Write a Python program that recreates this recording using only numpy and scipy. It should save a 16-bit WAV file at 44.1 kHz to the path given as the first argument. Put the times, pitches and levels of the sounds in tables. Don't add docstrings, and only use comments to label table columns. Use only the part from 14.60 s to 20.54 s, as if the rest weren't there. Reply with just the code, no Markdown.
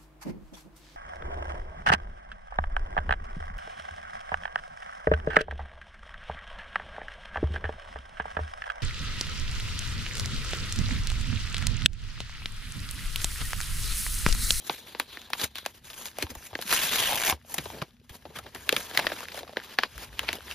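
import sys
import numpy as np
from scipy import signal
from scipy.fft import rfft, irfft, next_fast_len
from scipy.io import wavfile
from scipy.ndimage import uniform_filter1d, minimum_filter1d

SR = 44100
rng = np.random.default_rng(int(sys.argv[2]) if len(sys.argv) > 2 else 0)


def gain_from_decibels(decibels):
    exponent = np.asarray(decibels, float) / 20
    return 10 ** exponent


def unload_audio(sound):
    columns = np.transpose(np.atleast_2d(sound))
    steps = np.round(np.clip(columns, -1, 1) * 32767)
    wavfile.write(sys.argv[1], SR, steps.astype(np.int16))


N = 261954

# (pitch [Hz], level per Hz [dB])
SCRAPE_TONE = [(700, -26), (1000, -4.5), (1600, -3), (3300, -1), (5000, -8), (6500, -19), (8000, -25.5)]
FIZZ_TONE = [(4500, -18.5), (6500, -5.5), (8500, -2.5), (12000, -10), (14500, -5.5), (15600, -2),
             (16500, -50)]
SHEET_TONE = [(90, -16.5), (160, -1), (400, 4), (700, 0.5), (950, -1.5), (1300, -32.5)]
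TABLE_TONE = [(20, -39.5), (40, -19.5), (66, 10), (100, 3), (150, 1.5), (220, -100.5)]
AIR_TONE = [(24, -30), (40, -3.5), (64, -3), (194, -9), (243, 0.5), (354, -55), (3060, -67.5), (16000, -60)]

# (time [s], grip [dB])
GRIP = [(0.0, -58.5), (0.25, -59.5), (0.46, -60.5), (0.69, -59.5), (0.93, -67), (1.22, -69.5), (1.68, -59),
        (1.95, -59.5), (2.78, -70), (2.84, -68.5), (3.25, -64), (3.385, -76.5), (3.48, -69.5),
        (3.73, -62.5), (4.02, -62), (4.3, -53), (4.86, -60.5), (5.94, -59.5)]
# (start [s], length [s], peak [dB], fibre fizz over it [dB], sheet body over it [dB])
PULLS = [(0.02, 0.059, -59, 14, -17), (0.47, 0.062, -49.5, -7, -31), (0.77, 0.071, -35.5, 2, -6),
         (1.56, 0.071, -39.5, -6, -5.5), (1.69, 0.015, -44, -1.5, -16), (1.74, 0.13, -54, 5, -28),
         (1.97, 0.17, -42, -0.5, -33.5), (2.865, 0.056, -50.5, 5.5, -1.5), (3.74, 0.029, -40.5, -8, -10),
         (3.83, 0.041, -50, -15, 2), (3.94, 0.015, -53, -9, 9.5), (4.06, 0.087, -42.5, -5, -3.5),
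         (4.31, 0.074, -34.5, -9, -7), (4.66, 0.135, -43, -6.5, -4), (5.0, 0.14, -46.5, -12, -6.5),
         (5.3, 0.1465, -44, -6.5, -6.5), (5.5, 0.136, -45, -10, -6), (5.62, 0.086, -37, -18, -13),
         (5.8, 0.124, -43.5, -6, -7.5)]
SLIDES = [(1.255, 0.17, -53.5, -0.5, -9), (1.38, 0.092, -52, 2.5, -9), (2.93, .19, -53.5, 1, -4),
          (0.265, 0.063, -58, -1, -0.5), (1.145, 0.033, -58.5, -4.5, -6), (3.525, 0.037, -56.5, -0.5, 0),
          (5.035, 0.017, -46.5, -10.5, -17), (3.13, 0.096, -53, -6.5, 4.5), (3.96, 0.15, -57.5, -0.5, -2.5),
          (4.42, 0.22, -46.5, -6, -7), (5.19, 0.068, -44.5, -26, -10)]
SETTLES = [(0.1, 0.12, -48.5, 2.5, -9), (0.4, 0.029, -54, 6, 9), (0.54, 0.12, -52.5, -5.5, -13),
           (0.74, 0.035, -55, 5, 4), (0.965, 0.086, -48, -5.5, -25), (1.07, 0.046, -50, -3.5, -4),
           (1.465, 0.041, -49, 3.5, -22), (4.165, 0.14, -41.5, -1.5, -12), (4.39, 0.094, -39, -16, -1.5),
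           (4.79, 0.046, -71, -4, 1), (5.74, 0.032, -40, -5.5, -4.5)]
# (time [s], force [dB])
TEAR = [
    (2.075, -46),
    (2.134, -32.5),
    (2.205, -40),
    (2.235, -35),
    (2.305, -43.5),
    (2.325, -36.5),
    (2.63, -41),
    (2.694, -32.5),
    (2.715, -39),
]
# (time [s], ring [Hz], level [dB])
FLAP_RING = [
    (2.1, 2300, -50),
    (2.13, 2070, -32),
    (2.168, 2930, -43),
    (2.318, 3520, -27),
    (2.422, 3060, -24.5),
    (2.572, 3080, -32),
    (2.596, 2510, -38),
    (2.694, 2220, -32),
    (2.73, 1960, -30.5),
]
# (time [s], ring [Hz], level [dB])
POCKET_RING = [
    (2.09, 970, -50),
    (2.126, 860, -36),
    (2.184, 770, -46),
    (2.264, 980, -69),
    (2.338, 700, -44),
    (2.386, 805, -39.5),
    (2.572, 800, -29.5),
    (2.598, 715, -41),
    (2.735, 900, -29),
]

# (time [s], peak [dB], crease ring [Hz], time to fall 60 dB [s])
CRISP = [(0.398, -10.5, 1064, 0.014), (0.616, -30, 3000, 0.0067), (0.796, -24, 3970, 0.058),
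         (0.837, -27.5, 2550, 0.096), (0.955, -23.5, 3560, 0.013), (0.982, -27, 3370, 0.035),
         (1.052, -29, 2550, 0.0034), (1.061, -17, 735, 0.022), (2.111, -15, 4070, 0.041),
         (2.126, -6.5, 1620, 0.0073), (2.223, -25, 2920, 0.16), (2.318, -30, 3600, 0.03),
         (3.762, -41, 2960, 0.046), (4.091, -7, 2640, 0.017), (4.3735, -8, 1924, 0.02),
         (4.79, -28, 2200, 0.012), (5.592, -11.5, 2510, 0.013)]
RIPPED = [
    (1.244, -40, 3760, 0.037),
    (1.456, -21, 3700, 0.01),
    (2.013, -24, 4010, 0.022),
    (2.021, -26.5, 4150, 0.1),
    (2.664, -16, 2180, 0.013),
    (2.941, -15.5, 775, 0.052),
    (5.379, -25, 1550, 0.0042),
]
POPPED = [(0.702, -25.5, 760, 0.0087), (0.813, -18, 4530, 0.018), (1.585, -20, 650, 0.0097),
          (1.624, -15, 4200, 0.025), (1.751, -28, 886, 0.043), (2.981, -18.5, 2410, 0.054),
          (3.493, -36.5, 3190, 0.15), (3.786, -27.5, 1340, 0.058), (3.947, -28, 1820, 0.092),
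          (4.125, -14, 2690, 0.023), (4.1645, -17, 2390, 0.025), (4.605, -26.5, 950, 0.012),
          (5.729, -17, 2350, 0.017)]
HOLLOW = [(1.93, -34, 810, 0.014), (1.951, -25, 1740, 0.033), (1.989, -22.5, 606, 0.013),
          (2.724, -18.5, 1040, 0.013), (3.055, -28, 1057, 0.053), (3.217, -21, 1137, 0.025),
          (3.652, -30.5, 723, 0.053), (4.311, -31.5, 1690, 0.021), (4.5, -31, 800, 0.015),
          (4.518, -26.5, 694, 0.01), (4.83, -36.5, 563, 0.028), (4.893, -32.5, 690, 0.0099),
          (4.808, -41, 606, 0.049), (5.63, -33, 1055, 0.078), (1.698, -39, 302, 0.12),
          (3.7, -43.5, 450, 0.1), (4.127, -16.5, 530, 0.0068), (4.969, -14.5, 2020, 0.011)]
THICK = [(0.096, -16, 860, 0.018), (0.348, -26, 810, 0.014), (0.571, -25.5, 1820, 0.016),
         (1.666, -35.5, 900, 0.048), (3.861, -38, 865, 0.065), (4.468, -18, 1800, 0.037),
         (5.186, -9.5, 1614, 0.027), (4.631, -34.5, 490, 0.021), (4.876, -36.5, 1200, 0.046),
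         (5.2335, -11, 1675, 0.026), (5.688, -13, 2325, 0.031)]
DRY = [(0.732, -16, 1900, 0.015), (3.101, -36.5, 816, 0.026), (3.222, -23, 1300, 0.02),
       (4.348, -27.5, 766, 0.034), (4.392, -17.5, 805, 0.034), (4.3965, -14.5, 2170, 0.012),
       (4.684, -24, 1590, 0.0052), (4.72, -31, 4500, 0.015), (4.744, -27.5, 615, 0.015),
       (4.774, -27, 640, 0.034), (5.806, -34, 1330, 0.012), (5.911, -25, 2430, 0.025),
       (2.984, -17, 3730, 0.0078), (0.7505, -33, 900, .015)]
# (snaps, crack over the ring [dB], sheet body over the ring [dB])
SNAP_KINDS = [(CRISP, -14.5, -12), (RIPPED, -4, -27), (POPPED, -12.5, -1.5),
              (HOLLOW, -66, 2.9), (THICK, -54, -5), (DRY, -21, -82)]

# (time [s], peak [dB], ring [Hz])
TICKS = [(0.067, -32, 5070), (0.075, -27, 5100), (0.273, -32, 2420), (0.521, -41, 3940),
         (0.544, -34.5, 4070), (0.7345, -15, 1000), (0.878, -37, 3660), (0.949, -39, 3500),
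         (0.963, -31, 3530), (0.973, -25, 3650), (0.984, -24, 3420), (1.222, -54, 1810),
         (1.246, -40.5, 1830), (1.302, -26.5, 3080), (1.333, -29.5, 3880), (1.341, -32.5, 2630),
         (1.392, -37.5, 970), (1.414, -33, 1010), (1.467, -35.5, 3680), (1.472, -23.5, 4610),
         (1.484, -27, 3470), (1.515, -37, 5100), (1.57, -32, 1950), (1.587, -21.5, 633),
         (1.826, -34.5, 1440), (1.939, -31.5, 860), (1.954, -13.5, 1700), (2.024, -17, 3660),
         (2.777, -45, 900), (2.815, -43.5, 1870), (2.85, -40, 650), (3.057, -27.5, 866),
         (3.103, -24, 860), (3.147, -36.5, 780), (3.284, -49, 410), (3.308, -43.5, 3340),
         (3.368, -49, 3040),
         (2.285, -31, 3470),
    (2.293, -16, 3850),
    (2.457, -17, 2510),
    (2.525, -13.5, 800),
    (2.551, -31, 750),
    (2.583, -16, 2410),
    (2.619, -20.5, 1760),
         (3.416, -49, 404), (3.624, -42, 2000), (3.866, -31, 1700), (3.961, -25.5, 1700),
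              (4.079, -32, 595), (4.129, -12, 480), (4.1655, -5.5, 2430), (4.351, -23, 1770),
              (4.393, -11.5, 755), (4.424, -29, 647), (4.469, -6, 1780), (4.52, -19.5, 662),
              (4.631, -26, 1460), (4.655, -27, 1790), (4.719, -25, 2240), (4.792, -29, 2200),
              (4.833, -27, 674), (4.871, -37, 655), (4.93, -34, 625), (4.935, -33, 584), (4.962, -31, 1420),
              (5.001, -26.5, 1740), (5.017, -37, 1640), (5.022, -34, 1810), (5.188, -6, 1900),
              (5.492, -40, 1890), (5.53, -34, 1850), (5.684, -17, 2410), (5.787, -32, 500),
              (5.882, -28.5, 2230),
         (2.147, -15, 3280), (2.253, -26, 3470), (2.331, -12.5, 4060), (2.344, -24, 3460),
              (2.375, -20, 3440), (2.405, -19, 2420), (2.421, -26, 3460), (2.438, -11, 3480),
              (2.462, -21, 2390), (2.486, -15, 3040), (2.507, -23, 721), (2.6, -23, 690), (2.65, -26, 2350),
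              (2.678, -14, 2300), (2.694, -20.5, 1360), (2.708, -18, 790), (3.4, -47.5, 3890),
              (3.449, -64, 511), (4.211, -29, 760), (4.272, -36, 3630), (4.41, -24, 810),
              (4.443, -25, 1880), (4.521, -20, 1500), (4.564, -28, 1450), (4.588, -27, 1690),
              (4.618, -32, 1460), (4.809, -34, 526)]
# (time [s], peak [dB], ring [Hz])
SNAP_CORES = [(0.0975, -14, 844), (1.062, -15.5, 2800), (1.627, -18, 3100), (2.14, -17, 1700),
              (4.375, -5, 2000), (4.972, -20, 520), (5.1885, -17, 800), (5.235, -9, 1900),
              (5.19, -22.5, 340), (1.062, -16, 5400), (1.063, -20, 1380), (4.469, -14, 610),
              (5.593, -18, 3100), (4.093, -7, 6500), (4.126, -12, 2800), (0.4, -17, 2600),
              (4.3745, -10, 6000), (4.393, -17, 1900), (0.7338, -10, 2000), (0.7345, -14, 3600),
              (0.757, -32, 1000), (1.668, -31, 3200), (4.993, -31, 2200)]

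# (time [s], level [dB])
PUSH = [(0.0, -64.5), (1.98, -66.5), (2.6, -70), (2.88, -65), (3.0, -51), (3.2, -54), (3.3, -63),
        (3.48, -67), (3.7, -58), (4.52, -58), (5.22, -67), (5.3, -56), (5.94, -56.5)]
# (time [s], peak [dB], pitch [Hz], time to fall 60 dB [s])
THUMPS = [(0.097, -55, 161, 0.073), (0.834, -45.5, 84.5, 0.08), (1.638, -38, 81, 0.062),
          (1.712, -49, 79.5, 0.07), (1.768, -45.5, 58, 0.053), (2.129, -52, 160, 0.025),
          (2.539, -43, 90, 0.031), (2.723, -40.5, 84, 0.11), (2.98, -42, 157, 0.08),
          (3.056, -53, 78.5, 0.051), (3.221, -34.5, 131, 0.026), (3.507, -46, 64, 0.026),
          (4.13, -51.5, 154, 0.15), (4.376, -50, 139, 0.073), (1.928, -50, 88, 0.073),
          (2.052, -49, 193, 0.05), (5.353, -47.5, 63, 0.17), (5.492, -51, 66, 0.2),
          (5.601, -52.5, 70.6, 0.27), (5.703, -53, 86, 0.14), (1.632, -43, 320, .05),
          (1.715, -50, 475, .03), (2.24, -49, 149, 0.068), (2.4, -46.5, 110, .06),
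          (1.697, -47.5, 250, 0.075), (1.599, -60, 90, 0.06), (1.74, -57, 70, 0.043),
          (2.991, -42, 248, 0.026), (3.689, -55, 158, 0.066), (3.769, -50.5, 150, .06)]

# (pitch [Hz], lead of the left port [rad])
PORT_LEAD = [(1460, -0.1), (2930, 0.8), (4600, 0.5), (6000, -1.0), (7850, -3.0), (8870, -3.4),
             (11350, -5.95), (15200, -9.45)]
# (pitch [Hz], left over right [dB])
LEFT_LEAN = [(60, 0.5), (500, 1), (2000, 1.5), (5000, 1.5), (7500, 3), (8300, 2.5), (16000, -1.5)]
# (pitch [Hz], level [dB])
SIDE_SCATTER = [(60, -18), (400, -12.5), (1300, -8), (2200, -11), (5000, -5), (7500, -15), (16000, -13.5)]

SPREAD_S = 0.00135


def rubbing():
    scraping, fizzing, swaying = effort()
    t = np.arange(N) / SR
    tearing = (t > TEAR[0][0]) * (t < TEAR[-1][0])
    clump_db = (1.8 - 1.3 * tearing) * wander(ms=11.0) + (0.4 + 1.6 * tearing) * wander(ms=3.0)
    slips = gain_from_decibels(3.84 * np.minimum(rng.exponential(1, N), 3)) * (rng.random(N) < 1500 / SR)
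    size = np.sqrt(1 + 2.4 * uniform_filter1d(slips ** 2, size=8)) * gain_from_decibels(clump_db)
    size = size / np.sqrt(uniform_filter1d(size ** 2, size=2500))
    grit = np.array([patchy(size * z, patch_db=2.5) for z in rng.standard_normal((2, N))])

    turning = (t > 4.18) * (t < 5.06)
    crinkle = coloured(crackle(), bending) * gain_from_decibels(8 * (turning + 0.2 * tearing))
    scrape = shaped(grit, SCRAPE_TONE) + 0.2 * np.array([crinkle, np.roll(crinkle, shift=37)])
    rip = slips ** 2 * np.sign(grit) * tearing
    scrape += 0.3 * shaped(rip, SCRAPE_TONE)
    scrape += label(grit)
    rings = flap(grit, FLAP_RING, width_hz=2080) + flap(grit, POCKET_RING, width_hz=600)
    fizz = gain_from_decibels(5.5) * fizzing * shaped(grit, FIZZ_TONE)
    return rings + scraping * scrape + fizz + swaying * shaped(grit, SHEET_TONE)


def effort():
    t = np.arange(0, N / SR, .001)
    grip_layers_db = np.array([[0], [-6], [-4]])
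    power = gain_from_decibels(np.interp(t, *np.transpose(GRIP)) + grip_layers_db) ** 2
    for strokes, change_db in ((PULLS, 17.5), (SLIDES, 0), (SETTLES, -12)):
        for start, length, peak_db, fizz_db, body_db in strokes:
            level_db = peak_db - max(change_db, 0) + change_db * np.clip((t - start) / length, 0, 1)
            level_db = level_db + edges(t, start, start + length)
            power += gain_from_decibels(level_db + np.array([[0], [fizz_db], [body_db]])) ** 2

    mean_db = -37.5
    force_db = np.interp(t, *np.transpose(TEAR)) - mean_db
    layers_db = np.array([force_db, 3.5 + 0.98 * force_db, -13.5 + 0.95 * force_db])
    pace = np.repeat(rng.uniform(0.41, 2.4, len(t)), 10)[:len(t)]
    slipped = np.cumsum(pace) * 72 * t[1] % 1
    layers_db += 14 * (.4 - slipped) * (t > 2.54) * (t < 2.662)
    power += gain_from_decibels(mean_db + layers_db + edges(t, TEAR[0][0], TEAR[-1][0])) ** 2
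    return [np.interp(np.arange(N) / SR, t, np.sqrt(p)) for p in power]


def edges(t, start, end):
    onset_db_per_s, release_db_per_s = 910, 716
    return -onset_db_per_s * np.maximum(start - t, 0) - release_db_per_s * np.maximum(t - end, 0)


def label(grit):
    ring_hz, width_hz, lifted_s = np.full(N, 3750), 1500, 1.06
    ring = resonate(resonate(grit, ring_hz, width_hz), ring_hz, width_hz)
    return gain_from_decibels(-2) * evened(ring) * (np.arange(N) / SR < lifted_s)


def flap(grit, points, width_hz):
    s, hz, db = np.transpose(points)
    t = np.arange(N) / SR
    hz = np.interp(t, s, hz)
    ring = resonate(resonate(grit, hz, width_hz), hz, width_hz)
    return gain_from_decibels(np.interp(t, s, db - 6.5, -120, -120)) * evened(ring)


def crackle():
    size = gain_from_decibels(9.0 * np.minimum(rng.exponential(1, N), 4)) * (rng.random(N) < 220 / SR)
    facet, t, out = rng.integers(0, 12, N), np.arange(600) / SR, np.zeros(N)
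    for k, hz in enumerate(np.geomspace(550, 4500, 12)):
        ring = np.sin(2 * np.pi * hz * t) * np.exp(-t * hz / 0.91)
        out += signal.oaconvolve(size * (facet == k), ring)[:N]
    return evened(out)


def burst(t, rise_s, t60):
    return (1 - np.exp(-t / rise_s)) ** 2 * gain_from_decibels(-60 * t / t60)


def snaps():
    t, out = np.arange(4096) / SR, np.zeros((2, N + 4096))
    flip = shaped(1.0 * (np.arange(len(t)) == 40), SCRAPE_TONE) * np.exp(-((t * SR - 40) / 20) ** 2)
    events = [row + tuple(colour) for rows, *colour in SNAP_KINDS for row in rows]
    for s, peak_db, hz, t60, crack_db, body_db in events:
        a, b, c, d = rng.standard_normal((4, 2, len(t)))
        t60 = np.clip(t60, .005, .12)
        facet = evened(coloured(a, lambda f: 1 / (1 + ((f - hz) / (0.24 * hz)) ** 2)))
        facet += .9 * np.sin(2 * np.pi * hz * t + [[0], [np.pi / 2]])
        snap = facet * burst(t, 0.00017, t60)
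        crack = 1.8 * min(hz / 1800, 1) * shaped(d[::-1], SCRAPE_TONE)
        crack += gain_from_decibels(crack_db + 18.5) * shaped(b, FIZZ_TONE)
        snap += crack * burst(t, 0.00022, 0.61 * t60)
        snap += gain_from_decibels(body_db) * shaped(c, SHEET_TONE) * burst(t, 0.0009, 1.28 * t60)
        snap[0] += 1.3 * flip / flip.max()
        after = shaped(d, SCRAPE_TONE) + gain_from_decibels(crack_db - 4.5) * shaped(b[::-1], FIZZ_TONE)
        after += gain_from_decibels(body_db) * shaped(d, SHEET_TONE)
        snap += gain_from_decibels(-16) * after * burst(t, 0.0017, 0.095)
        start = round((s + .0006) * SR)
        out[:, start:start + len(t)] += gain_from_decibels(peak_db + 2.0) * snap / abs(snap[0]).max()
    no_bass = signal.butter(2, 190, "high", fs=SR, output="sos")
    return signal.sosfilt(no_bass, coloured(out[:, :N], bending))


def ticks():
    t, out = np.arange(-200, 1848) / SR, np.zeros((2, N + 2048))
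    for s, peak_db, hz in TICKS + SNAP_CORES:
        a, b = rng.standard_normal((2, 2, len(t)))
        u = t * hz / 1.48
        fade = np.exp(-np.where(u < 0, 6 * u ** 2, 1.17 * u))
        pop = np.cos(2 * np.pi * hz * t + [[0], [np.pi / 2]]) * fade
        crack = shaped(a, SCRAPE_TONE) + .5 * min(hz / 2600, 1) ** 2 * shaped(b, FIZZ_TONE)
        pop += gain_from_decibels(-9.5) * crack * np.exp(-(t / .0006) ** 2)
        pop += gain_from_decibels(-16 - 60 * t / 0.034) * (t > 0) * shaped(b[::-1], SCRAPE_TONE)
        start = round((s - SPREAD_S * (np.sqrt(1000 / hz) - .6)) * SR) - 200
        out[:, start:start + len(t)] += gain_from_decibels(peak_db - 4.5) * pop
    return coloured(out[:, :N], bending)


def bending(hz):
    return np.exp(-4j * np.pi * SPREAD_S * (np.sqrt(1000 * hz) - .3 * hz))


def table():
    s, push_db = np.transpose(PUSH)
    push = gain_from_decibels(np.interp(np.arange(N) / SR, s, push_db))
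    boom = push * shaped(rng.standard_normal((2, N)), TABLE_TONE)
    t, thumps = np.arange(12000) / SR, np.zeros(N + 12000)
    for s, peak_db, hz, t60 in THUMPS:
        u = 9.4 * t / max(t60, .03)
        swell = u * np.exp(1 - u)
        swing = np.sin(2 * np.pi * hz * (0.814 * t + 0.0063 * (1 - np.exp(-t / 0.012))))
        thumps[round(s * SR):][:len(t)] += gain_from_decibels(peak_db + 7.0) * swell * swing
    return boom + [thumps[:N], np.roll(thumps, shift=150)[:N]]


def room_air():
    return gain_from_decibels(-63) * shaped(rng.standard_normal((2, N)), AIR_TONE)


def evened(x):
    return x / np.sqrt(np.mean(x ** 2, axis=-1, keepdims=True) + 1e-20)


def level_at(points, hz):
    f, value = np.transpose(points)
    return np.interp(np.log(hz + 1), np.log(f + 1), value)


def coloured(x, gain):
    size = next_fast_len(x.shape[-1])
    return irfft(rfft(x, size) * gain(np.fft.rfftfreq(size, 1 / SR)), size)[..., :x.shape[-1]]


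def shaped(x, points):
    return evened(coloured(x, lambda hz: gain_from_decibels(level_at(points, hz))))


def wander(ms):
    return evened(coloured(rng.standard_normal(N), lambda hz: 1 / (1 + (hz * ms / 500) ** 2)))


def patchy(x, patch_db):
    z = signal.stft(x, nperseg=256)[2]
    patches = uniform_filter1d(rng.standard_normal(z.shape), size=3, axis=0)
    patches = uniform_filter1d(patches, size=7, axis=1)
    return evened(signal.istft(z * gain_from_decibels(patch_db * patches / patches.std()), nperseg=256)[1][:N])


def resonate(x, hz, width_hz):
    turn, r = np.exp(2j * np.pi * np.cumsum(hz) / SR), np.exp(-np.pi * width_hz / SR)
    return 2 * (turn * signal.lfilter([1 - r], [1, -r], x / turn)).real


def scene():
    return rubbing() + snaps() + ticks() + table() + room_air()


def stronger_bands(mid, side, below_db, crest_db):
    fine = uniform_filter1d(np.diff(mid, prepend=0) ** 2, size=128) + 1e-20
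    rise = fine / uniform_filter1d(fine, size=1024, origin=511)
    sharp = -minimum_filter1d(-1. * (10 * np.log10(rise) > crest_db), size=200)
    sharp = uniform_filter1d(sharp, size=48)
    pair = np.pad([mid, side] * (1 - sharp), ((0, 0), (734, 2048)))
    hz, t, z = signal.stft(pair, SR, "cosine", nperseg=2048, noverlap=1024)
    bands = abs(z[:, :1024]).reshape(2, 128, 8, -1)
    power_db = 10 * np.log10(uniform_filter1d((bands ** 2).mean(2), size=2, axis=1) + 1e-20)
    keep = np.ones(z.shape)
    keep[:, :1024] = np.repeat(power_db > power_db[::-1] - below_db, 8, axis=1)
    keep[:, hz < 1500] = 1
    keep[:, hz > 15400] = 0
    attacks = coloured([mid, side] * sharp, lambda hz: np.clip((16500 - hz) / 900, 0, 1))
    rest = signal.istft(z * keep, SR, "cosine", nperseg=2048, noverlap=1024)[1]
    return attacks + rest[:, 734:734 + N]


def top_cut(x):
    return signal.sosfilt(signal.butter(12, 16500, fs=SR, output="sos"), x)


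def record(dry):
    direct, scattered = dry
    port_hz, lead = np.transpose(PORT_LEAD)
    half = lambda hz: np.interp(hz, port_hz, lead) / 2
    ripple = lambda hz: 1 + .5 / (1 + ((hz - 1650) / 70) ** 2)
    mid = coloured(direct, lambda hz: ripple(hz) * np.cos(half(hz)))
    mid += coloured(scattered, lambda hz: 0.16 / (1 + (6000 / (hz + 1)) ** 4))
    alike = .95
    shared = alike * direct + np.sqrt(1 - alike ** 2) * scattered
    side = coloured(shared, lambda hz: 1j * 0.69 * np.sin(half(hz)))
    side += coloured(scattered, lambda hz: gain_from_decibels(level_at(SIDE_SCATTER, hz)))
    left = coloured(mid + side, lambda hz: gain_from_decibels(level_at(LEFT_LEAN, hz) / 2))
    right = coloured(mid - side, lambda hz: gain_from_decibels(-level_at(LEFT_LEAN, hz) / 2))
    mid, side = stronger_bands((left + right) / 2, (left - right) / 2, below_db=8.5, crest_db=12.5)
    return top_cut(np.array([mid + side, mid - side]))


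dry = scene()
out = record(dry)
unload_audio(out)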